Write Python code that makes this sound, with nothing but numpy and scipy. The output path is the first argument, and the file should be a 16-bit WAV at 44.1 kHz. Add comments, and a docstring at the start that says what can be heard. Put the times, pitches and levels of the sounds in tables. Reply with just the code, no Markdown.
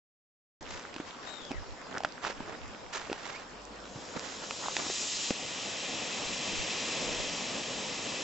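"""Fingers knock and click on a hand-held camera and a sleeve rustles, over a soft open-air wash.
A few steps away a smoke device burns on dry grass: gas forced through its narrow vent swells to a bright
hiss, the vent pops clear, and the jet settles into a fuller, steady burn over the plume's low roar.
Sparks and scorched grass snap faintly, a low hum comes and goes, and wind nudges the microphone."""
import sys
import numpy as np
from scipy import signal
from scipy.fft import rfft, irfft
from scipy.io import wavfile
from scipy.ndimage import uniform_filter1d

SR = 44100
rng = np.random.default_rng(int(sys.argv[2]) if len(sys.argv) > 2 else 0)


def put_to_file(sound):
    """Save the sound as 16-bit audio at rate SR, in the file named by the first command-line argument."""
    columns = np.atleast_2d(sound).T  # one column per channel
    safe = np.clip(columns, -1, 1)
    whole_steps = np.round(safe * 32767)
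    wavfile.write(sys.argv[1], SR, whole_steps.astype(np.int16))


N = 362943
T = np.arange(N) / SR
FRAME_S = np.arange(N // 256 + 5) * 256 / SR
BIN_HZ = np.fft.rfftfreq(1024, 1 / SR)
START_S, EDGE_HZ = 0.608, 8170  # the microphone opens; the top of its band
CATCH_S, CATCH_RISE_S = 3.64, 0.34  # the jet catches
REST_S = 3.45  # the hand stops fidgeting
# the vent popping clear: t/s, level/dB, f/Hz
VENT_POP = (5.3064, -18.5, 480)


def jet(full_s=4.965, full_db=-35, build_db_per_s=18.5, usual_db=-38, dulling=0.21):
    """Pressure builds a bright hiss behind the narrow vent; the pop widens the vent and the hiss drops."""
    # hiss spectrum of the narrow vent: f/Hz, level/dB
    narrow_colour = [(100, -27), (700, -17), (1500, -3.5), (2100, -2), (2800, 1.5), (3800, 2), (5300, 2.5),
                     (7300, 3.5), (7800, -3), (8200, -20)]
    # hiss spectrum of the open vent: f/Hz, level/dB
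    open_colour = [(100, -32), (700, -13.5), (1300, -3.5), (1900, -2), (2600, 1.5), (3300, 0), (4000, -2.5),
                   (5500, -3), (7000, -3.5), (7700, -5.5), (8200, -22)]
    # strength of the burn through the open vent: t/s, level/dB
    burn = [(5.34, -39.5), (6.9, -35), (7.65, -38.5), (8.23, -38)]
    # crests and dips left by the path over the ground: f/Hz, half width/Hz, gain/dB
    ground_path = [(1486, 214, -10), (1950, 130, -1), (2204, 110, -5), (2640, 120, 0.5), (2850, 120, -1.5),
                   (4090, 140, 1.5), (4400, 170, -4), (5050, 150, 0.5), (5530, 220, 1.5), (6070, 170, -3.5)]
    path_db = sum(db * np.exp(-((BIN_HZ - hz) / width) ** 2) for hz, width, db in ground_path)
    caught, opened = ramp(T, CATCH_S, CATCH_RISE_S), ramp(T, VENT_POP[0], 0.026)
    narrow = jet_noise(at_hz(narrow_colour, BIN_HZ) + path_db, patchy_db=1.0)
    narrow *= caught * gain_of(full_db - build_db_per_s * np.maximum(full_s - T, 0))
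    # a stronger burn sounds fuller: the hiss tilts down for each dB above its usual level
    db_per_octave = dulling * (usual_db - at_time(burn, FRAME_S)[:, None])
    tilt_db = db_per_octave * np.log2((BIN_HZ + 100) / 4000)
    wide = jet_noise(at_hz(open_colour, BIN_HZ) + path_db + tilt_db, patchy_db=0.16)
    wide *= gain_of(at_time(burn, T))
    return ((1 - opened) * narrow + opened * wide) * sputter(depth_db=0.32, size=400)


def roar(idle_db=-52.5, narrow_db=-49.5, open_db=-42.5, grow_s=0.36):
    """The plume's low roar steps up when the jet catches and grows again once the vent is open."""
    # spectrum of the plume: f/Hz, level/dB
    colour = [(30, -25), (90, -11), (150, -4.5), (210, 1.5), (280, 1), (370, -3), (520, 1.5), (750, -4),
              (1100, -8.5), (1600, -18.5), (4000, -40.5)]
    # puffs of smoke that swell the roar: t/s, half width/s, gain/dB
    puffs = [(7.05, 0.097, 4.5), (7.54, 0.048, 4)]
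    caught = ramp(T, CATCH_S, CATCH_RISE_S)
    grown = 1 - np.exp(-np.maximum(T - VENT_POP[0], 0) / grow_s)
    level_db = idle_db + caught * (narrow_db - idle_db) + grown * (open_db - narrow_db)
    level_db += sum(db * bump(s, width) for s, width, db in puffs)
    plume = jet_noise(at_hz(colour, BIN_HZ), patchy_db=0.4)
    return plume * gain_of(level_db) * sputter(depth_db=1.2, size=1500)


def pop(spit_db=-1, boom_db=-3, boom_hz=185, crack_db=-6, crack_hz=2900, echo_db=-8, echo_s=0.00372):
    """The vent clears with a quick push, a lower boom, a crack from the can and a short spit of gas."""
    s, db, hz = VENT_POP
    out = np.zeros((2, N))
    push = gain_of(boom_db) * thud(boom_hz, cycles=0.25) - thud(hz, cycles=0.34)
    crack = gain_of(crack_db) * thud(crack_hz, cycles=0.81)
    spit = signal.lfilter(*signal.butter(1, 3500, fs=SR), scatter(t60=.045)[0])
    add(out, s, gain_of(db) * (push + crack))
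    add(out, s + echo_s, gain_of(db + echo_db) * push)  # thrown back by the ground
    add(out, s, gain_of(spit_db) * spit)
    return out


def handling(echo_db=-14, chatter_db=-12, tick_db=-8, scuff_db=-15):
    """The hand damps the camera body, so knocks and clicks last only a few cycles."""
    # dull knocks of the hand: t/s, level/dB, f/Hz
    knocks = [(0.963, -32.5, 305), (1.0002, -27, 307), (1.507, -30, 269), (1.515, -29, 295),
              (1.543, -37, 360), (2.0489, -21, 660), (2.3, -29, 450), (2.404, -32, 247), (3.098, -25, 460),
              (3.1155, -24.5, 355), (3.957, -36, 137), (4.162, -30.5, 500), (4.167, -32, 200),
              (4.862, -35, 330), (4.8994, -25.5, 480), (4.904, -34, 350)]
    # sharp clicks of the casing: t/s, level/dB, body f/Hz, hardness/dB
    clicks = [(.852, -31.5, 1400, -14), (.942, -42, 1400, 10), (0.9634, -38, 1100, 8), (.983, -34, 1400, 0),
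              (1.5098, -30.5, 740, -8), (1.516, -30, 740, 1), (1.8693, -36, 1100, -4),
              (1.982, -24.5, 5200, -9), (2.005, -26.5, 744, -7.5), (2.0357, -28, 740, -1),
              (2.0481, -13.5, 1420, -6.5), (2.242, -26, 1010, -1.5), (2.2494, -18.5, 1390, -16),
              (2.268, -26, 1010, -3), (2.405, -29, 900, -19), (3.1291, -27, 900, 4), (3.8555, -48, 1500, 9),
              (4.195, -23.5, 5200, -9.5), (4.5092, -25.5, 1230, 3), (4.767, -30.5, 880, 15)]
    # the casing's short ring: f/Hz, level/dB, t60/s
    casing_modes = [(1840, -14, 0.011), (2590, -1, 0.0047), (3400, -3, 0.003)]
    out, t = np.zeros((2, N)), np.arange(4096) / SR
    ring = sum(gain_of(db - 60 * t / t60) * np.sin(2 * np.pi * hz * t) for hz, db, t60 in casing_modes)
    tick = thud(4700, cycles=0.88)
    scuff_band = signal.butter(2, [550, 2400], "band", fs=SR)
    chatter_band = signal.butter(1, [400, 3500], "band", fs=SR)
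    for s, db, hz in knocks:  # a soft push, and skin brushing the plastic
        scuff = burst(scuff_band, t, decay_s=0.0095)
        add(out, s, gain_of(db) * (thud(hz, cycles=0.51) + gain_of(scuff_db) * scuff))
    for s, db, hz, hardness_db in clicks + creaks() + fidgets():
        chatter = burst(chatter_band, t, decay_s=0.0033)  # the plastic settling after it shifts
        snap = ring + gain_of(chatter_db) * chatter + gain_of(tick_db) * tick
        add(out, s, gain_of(db) * (thud(hz, cycles=0.6) + gain_of(hardness_db) * snap))
    reflections = signal.oaconvolve(out, scatter(t60=0.016), axes=1)[:, :N]
    return out + gain_of(echo_db) * reflections


def creaks(growth_db=4, hardness_db=-16):
    """Plastic sticks and slips under a tightening grip: each slip is a soft click, louder than the last."""
    # runs of slips: first t/s, last t/s, slip count, last level/dB, f/Hz, ratio of successive gaps
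    slip_runs = [(1.942, 1.973, 4, -22.5, 1480, 0.87), (4.614, 4.684, 5, -20, 1010, 1.28)]
    clicks = []
    for first, last, slips, db, hz, gap_ratio in slip_runs:
        steps = np.arange(round(slips))
        elapsed = np.cumsum(gap_ratio ** steps) - 1
        times = first + (last - first) * elapsed / elapsed[-1]
        for s, to_go in zip(times, steps[::-1]):
            clicks.append((s, db - growth_db * to_go, hz, hardness_db))
    return clicks


def fidgets(per_s=3.8, level_db=-44, spread_db=3, body_hz=1100, hardness_db=-3):
    """Faint clicks at random while the fingers settle."""
    span_s = REST_S - START_S
    clicks = []
    for place, size, pitch in rng.random((round(per_s * span_s), 3)):
        db = level_db + spread_db * (2 * size - 1)
        clicks.append((START_S + place * span_s, db, body_hz * 2 ** (pitch - .5), hardness_db))
    return clicks


def sleeve(grain_db=1.5, slips_per_s=3000, fade_db=15, smooth=0.75, rub_db=-59):
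    """Each stroke of cloth is a crowd of tiny slips; faint rubbing goes on until the hand settles."""
    # sleeve strokes: start t/s, peak t/s, end t/s, level/dB, tilt/(dB per octave), L-R/dB
    strokes = [(.587, 0.756, .9, -44, 3, 2.5), (1.032, 1.088, 1.13, -47.5, 2.5, 7),
               (1.198, 1.276, 1.48, -47, 1, 12), (1.863, 1.979, 1.995, -38.5, -3.5, 1),
               (2.212, 2.264, 2.335, -33.5, 1, -2), (2.362, 2.54, 2.6, -41.5, -2.5, 0),
               (2.922, 2.932, 2.995, -35.5, 3.5, -0.5), (2.933, 2.983, 3.22, -43.5, 2, -1),
               (3.127, 3.274, 3.48, -42, 1.5, -2.5), (4.134, 4.165, 4.195, -36.5, -3.5, 0),
               (4.188, 4.241, 4.4, -42.5, 2, -5), (4.417, 4.433, 4.47, -39.5, -1, -2),
               (4.587, 4.645, 4.75, -41, -1, 2), (4.765, 4.794, 4.92, -35.5, -2, 2.5)]
    sizes = gain_of(grain_db * np.minimum(rng.exponential(1, N), 3))
    sizes *= rng.random(N) < slips_per_s / SR
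    grains = unit_rms(sizes * np.sign(noise_pair(likeness=.92, shape=(N,))))
    slips = grains + smooth * noise_pair(likeness=0.37, shape=(N,))
    slips *= sputter(depth_db=3.0, size=220)  # the cloth catches and lets go in clumps
    rubbing = gain_of(rub_db) * sputter(depth_db=3.5, size=3000) * ramp(-T, -REST_S, 0.041)
    out = rubbing * cloth(slips[:, ::-1], tilt=0.88)
    for start, peak, end, db, tilt, balance_db in strokes:
        inside = (T > start) & (T < end)
        t = T[inside]
        swell = gain_of(db - fade_db * np.interp(t, [start, peak, end], [1, 0, 1]))
        swell *= signal.windows.tukey(len(t), .15)
        add(out, start, panned(balance_db) * swell * cloth(slips[:, inside], tilt))
    return out


def cloth(slips, tilt):
    """Gives slips the colour of cloth, tilted in dB per octave, at rms 1."""
    # spectrum of rubbing fabric: f/Hz, level/dB
    colour = [(40, -21.5), (130, -3), (300, 2.5), (700, 4), (1400, 4), (2100, 0), (3200, -5), (4500, -8.5),
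              (5500, -9), (7500, -12.5), (8200, -35)]
    hz = np.fft.rfftfreq(slips.shape[1], 1 / SR)
    response = gain_of(at_hz(colour, hz) + tilt * np.log2((hz + 100) / 1000)) * (hz < EDGE_HZ)
    return unit_rms(irfft(rfft(slips) * response, slips.shape[1]))


def zipping(octave_db=-11, fold_ratio=1.09, fold_db=-11, attack_s=0.023, release_s=0.025):
    """Ribs of cloth tick past each other so fast that they whistle; a second fold slides a bit faster."""
    # thin whistles of ribbed cloth: level/dB, L-R/dB, pitch curve of (t/s, f/Hz)
    whistles = [(-51.5, 17.5, [(1.255, 3700), (1.32, 3790), (1.39, 3660), (1.415, 3520), (1.48, 3330),
                (1.505, 3114), (1.54, 2140), (1.612, 1570)]), (-43, -4, [(3.325, 1990), (3.355, 2200),
                (3.395, 2760)])]
    # a fast glide is weaker and wavers more
    fast_hz_per_s, glide_loss_db, steady_waver_hz, glide_waver_hz = 2900, 5, 15, 140
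    out = np.zeros((2, N))
    for db, balance_db, pitch in whistles:
        t = np.arange(pitch[0][0], pitch[-1][0], 1 / SR)
        hz = at_time(pitch, t)
        gliding = np.minimum(abs(np.gradient(hz, t)) / fast_hz_per_s, 1) ** 2
        waver_hz = steady_waver_hz + gliding * (glide_waver_hz - steady_waver_hz)
        phase = 2 * np.pi * np.cumsum(hz + waver_hz * wander(len(t), size=30)) / SR
        grip = abs(1 + 0.28 * wander(len(t), size=150))
        tone = np.sin(phase) + gain_of(octave_db) * np.sin(2 * phase)
        tone += gain_of(fold_db) * np.sin(fold_ratio * phase)
        swell = ramp(t, t[0], attack_s) * ramp(-t, -t[-1], release_s)
        swell *= gain_of(db - glide_loss_db * gliding)
        add(out, t[0], panned(balance_db) * swell * unit_rms(grip * tone))
    return out


def crackle(per_s=26, level_db=-47, spread_db=3.5):
    """Sparks and scorched grass snap faintly at random off to the right, each at its own pitch."""
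    out = np.zeros((2, N))
    for place, pitch, size, side in rng.random((round(per_s * N / SR), 4)):
        db = level_db + spread_db * min(-np.log(1 - size), 3)
        snap = gain_of(db) * thud(hz=1100 * 6 ** pitch, cycles=.6)
        add(out, place * N / SR, panned(balance_db=-21 + 6 * side) * snap)
    return out


def outdoors(air_db=-49, breeze_db=-64):
    """A soft open-air wash, and wind that pushes the two microphone ports in opposite directions."""
    # spectrum of the open air: f/Hz, level/dB
    air_colour = [(20, -17.5), (60, -7), (150, -11), (280, -5), (500, -1.5), (1000, -1.5), (1500, -3),
                  (2200, -8.5), (3200, -10), (4400, -13), (5200, -10), (6000, -16), (7600, -15),
                  (8200, -38.5)]
    # spectrum of the wind rumble: f/Hz, level/dB
    wind_colour = [(10, -3), (25, 1.5), (48, -1), (80, -2), (130, -19.5), (250, -29.5), (1000, -72)]
    # gusts on the microphone: t/s, half width/s, level/dB
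    gusts = [(.65, 0.11, -52), (1.58, 0.036, -38), (1.71, 0.029, -41), (2.5, 0.39, -57.5), (3.05, .1, -53),
             (6.3, .06, -48), (6.58, 0.049, -40.5), (7.15, 0.17, -48)]
    air = gain_of(air_db) * turbulence(at_hz(air_colour, BIN_HZ), likeness=0.33, patchy_db=2.1)
    wind = turbulence(at_hz(wind_colour, BIN_HZ), likeness=-0.64, patchy_db=2.5)
    breeze = gain_of(breeze_db) * sputter(depth_db=1.5, size=9000)
    gusting = sum(gain_of(db) * bump(s, width) for s, width, db in gusts)
    return air + wind * (breeze + gusting)


def hum(peak_s=3.66, peak_db=-58, rise_db_per_s=31, fall_db_per_s=19.5):
    """A faint low tone climbs as the jet builds; it swells quickly and dies away more slowly."""
    # glide of the hum: t/s, f/Hz
    glide = [(3.2, 33.2), (3.42, 38.3), (3.65, 50.6), (3.9, 55), (4.15, 71), (4.5, 82.4)]
    db = peak_db - np.maximum(rise_db_per_s * (peak_s - T), fall_db_per_s * (T - peak_s))
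    phase = 2 * np.pi * np.cumsum(at_time(glide, T)) / SR
    return np.sqrt(2) * gain_of(db) * np.sin(phase)


def jet_noise(spectrum_db, patchy_db):
    """Turbulence from the device as it reaches the two microphone ports."""
    # how alike the ports hear it: f/Hz, correlation
    likeness = [(100, .8), (300, .93), (1000, .8), (2000, .87), (4000, .89), (8000, .92)]
    # lead of the left port: f/Hz, phase/rad
    lead = [(1000, .1), (2300, 0), (3400, -.5), (4000, 0), (5700, -.1), (6120, .7), (7000, 0)]
    # balance between the ports: f/Hz, L-R/dB
    balance = [(60, 0.5), (100, 0.0), (180, 0.0), (310, 0.5), (540, 1.4), (930, 1.0), (1610, 1.8),
               (2790, 2.0), (4830, -0.81), (8360, 2.0)]
    left = gain_of(at_hz(balance, BIN_HZ) / 2) * np.exp(.5j * at_hz(lead, BIN_HZ))
    ports = np.array([left, 1 / left])[:, None]
    return turbulence(spectrum_db, at_hz(likeness, BIN_HZ), patchy_db, ports)


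def turbulence(spectrum_db, likeness, patchy_db, ports=1):
    """Stereo noise of rms 1 with a given spectrum and drifting louder and softer patches."""
    shape = len(FRAME_S), len(BIN_HZ)
    drift = uniform_filter1d(rng.standard_normal(shape), size=8, axis=0)
    patches = unit_rms(uniform_filter1d(drift, size=14, axis=1))
    white = noise_pair(likeness, shape) + 1j * noise_pair(likeness, shape)
    frames = white * gain_of(spectrum_db + patchy_db * patches) * ports
    _, sound = signal.istft(frames.swapaxes(1, 2), nperseg=1024, noverlap=768)
    return unit_rms(sound[:, :N])


def noise_pair(likeness, shape):
    """Two Gaussian noises with the given correlation."""
    a, b = rng.standard_normal((2, *shape))
    return np.array([a, likeness * a + np.sqrt(1 - likeness ** 2) * b])


def wander(count, size):
    """A random wobble of rms 1, smoothed over size samples."""
    return unit_rms(uniform_filter1d(rng.standard_normal(count), size=size))


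def sputter(depth_db, size):
    """A random flutter of level, smoothed over size samples."""
    return gain_of(depth_db * wander(N, size))


def burst(band, t, decay_s):
    """A dying puff of filtered noise."""
    return unit_rms(signal.lfilter(*band, rng.standard_normal(len(t)))) * np.exp(-t / decay_s)


def thud(hz, cycles):
    """A push that swells and dies within a few cycles."""
    t = np.arange(4096) / SR
    age = t * hz / cycles
    return age * np.exp(1 - age) * np.sin(2 * np.pi * hz * t)


def scatter(t60, count=2048):
    """A brief stereo spray of reflections, of energy 1 a channel."""
    spray = rng.standard_normal((2, count)) * gain_of(-60 * np.arange(count) / SR / t60)
    return spray / np.linalg.norm(spray, axis=1, keepdims=True)


def ramp(t, start, length):
    """Goes from 0 to 1 over the given length."""
    return np.clip((t - start) / length, 0, 1)


def bump(s, width):
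    """A smooth swell of height 1 around time s."""
    return np.exp(-((T - s) / width) ** 2)


def at_hz(points, hz):
    """Reads a curve on a log-frequency axis."""
    f, value = np.transpose(points)
    return np.interp(np.log(hz + 1), np.log(f + 1), value)


def at_time(points, t):
    """Reads a curve at the times t."""
    return np.interp(t, *np.transpose(points))


def gain_of(db):
    """Decibels to a factor."""
    return 10 ** (np.asarray(db) / 20)


def unit_rms(x):
    """Scales to rms 1."""
    return x / np.sqrt(np.mean(x ** 2) + 1e-20)


def panned(balance_db):
    """Gains of the two ports for a given L-R difference."""
    return gain_of(balance_db * np.array([[.5], [-.5]]))


def add(mix, s, sound):
    """Mixes a sound in at time s."""
    part = mix[:, max(round(s * SR), 0):][:, :sound.shape[-1]]
    part += sound[..., :part.shape[1]]


def scene():
    """The device and the open air ahead; the hand close by, nearer the right port."""
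    left, right = sleeve() + zipping() + handling()
    hand = np.array([gain_of(-0.7) * np.roll(left, 1), gain_of(1.8) * right])
    return jet() + roar() + pop() + hand + outdoors() + hum() + crackle()


def record(dry):
    """The microphone opens after a moment of silence; a steep low-pass cuts the top treble."""
    opened = dry * ramp(T, START_S, 64 / SR)
    low_pass = signal.firwin(511, EDGE_HZ, window=("kaiser", 8), fs=SR)
    return signal.oaconvolve(opened, low_pass[None], "same")


dry = scene()
out = record(dry)
put_to_file(out)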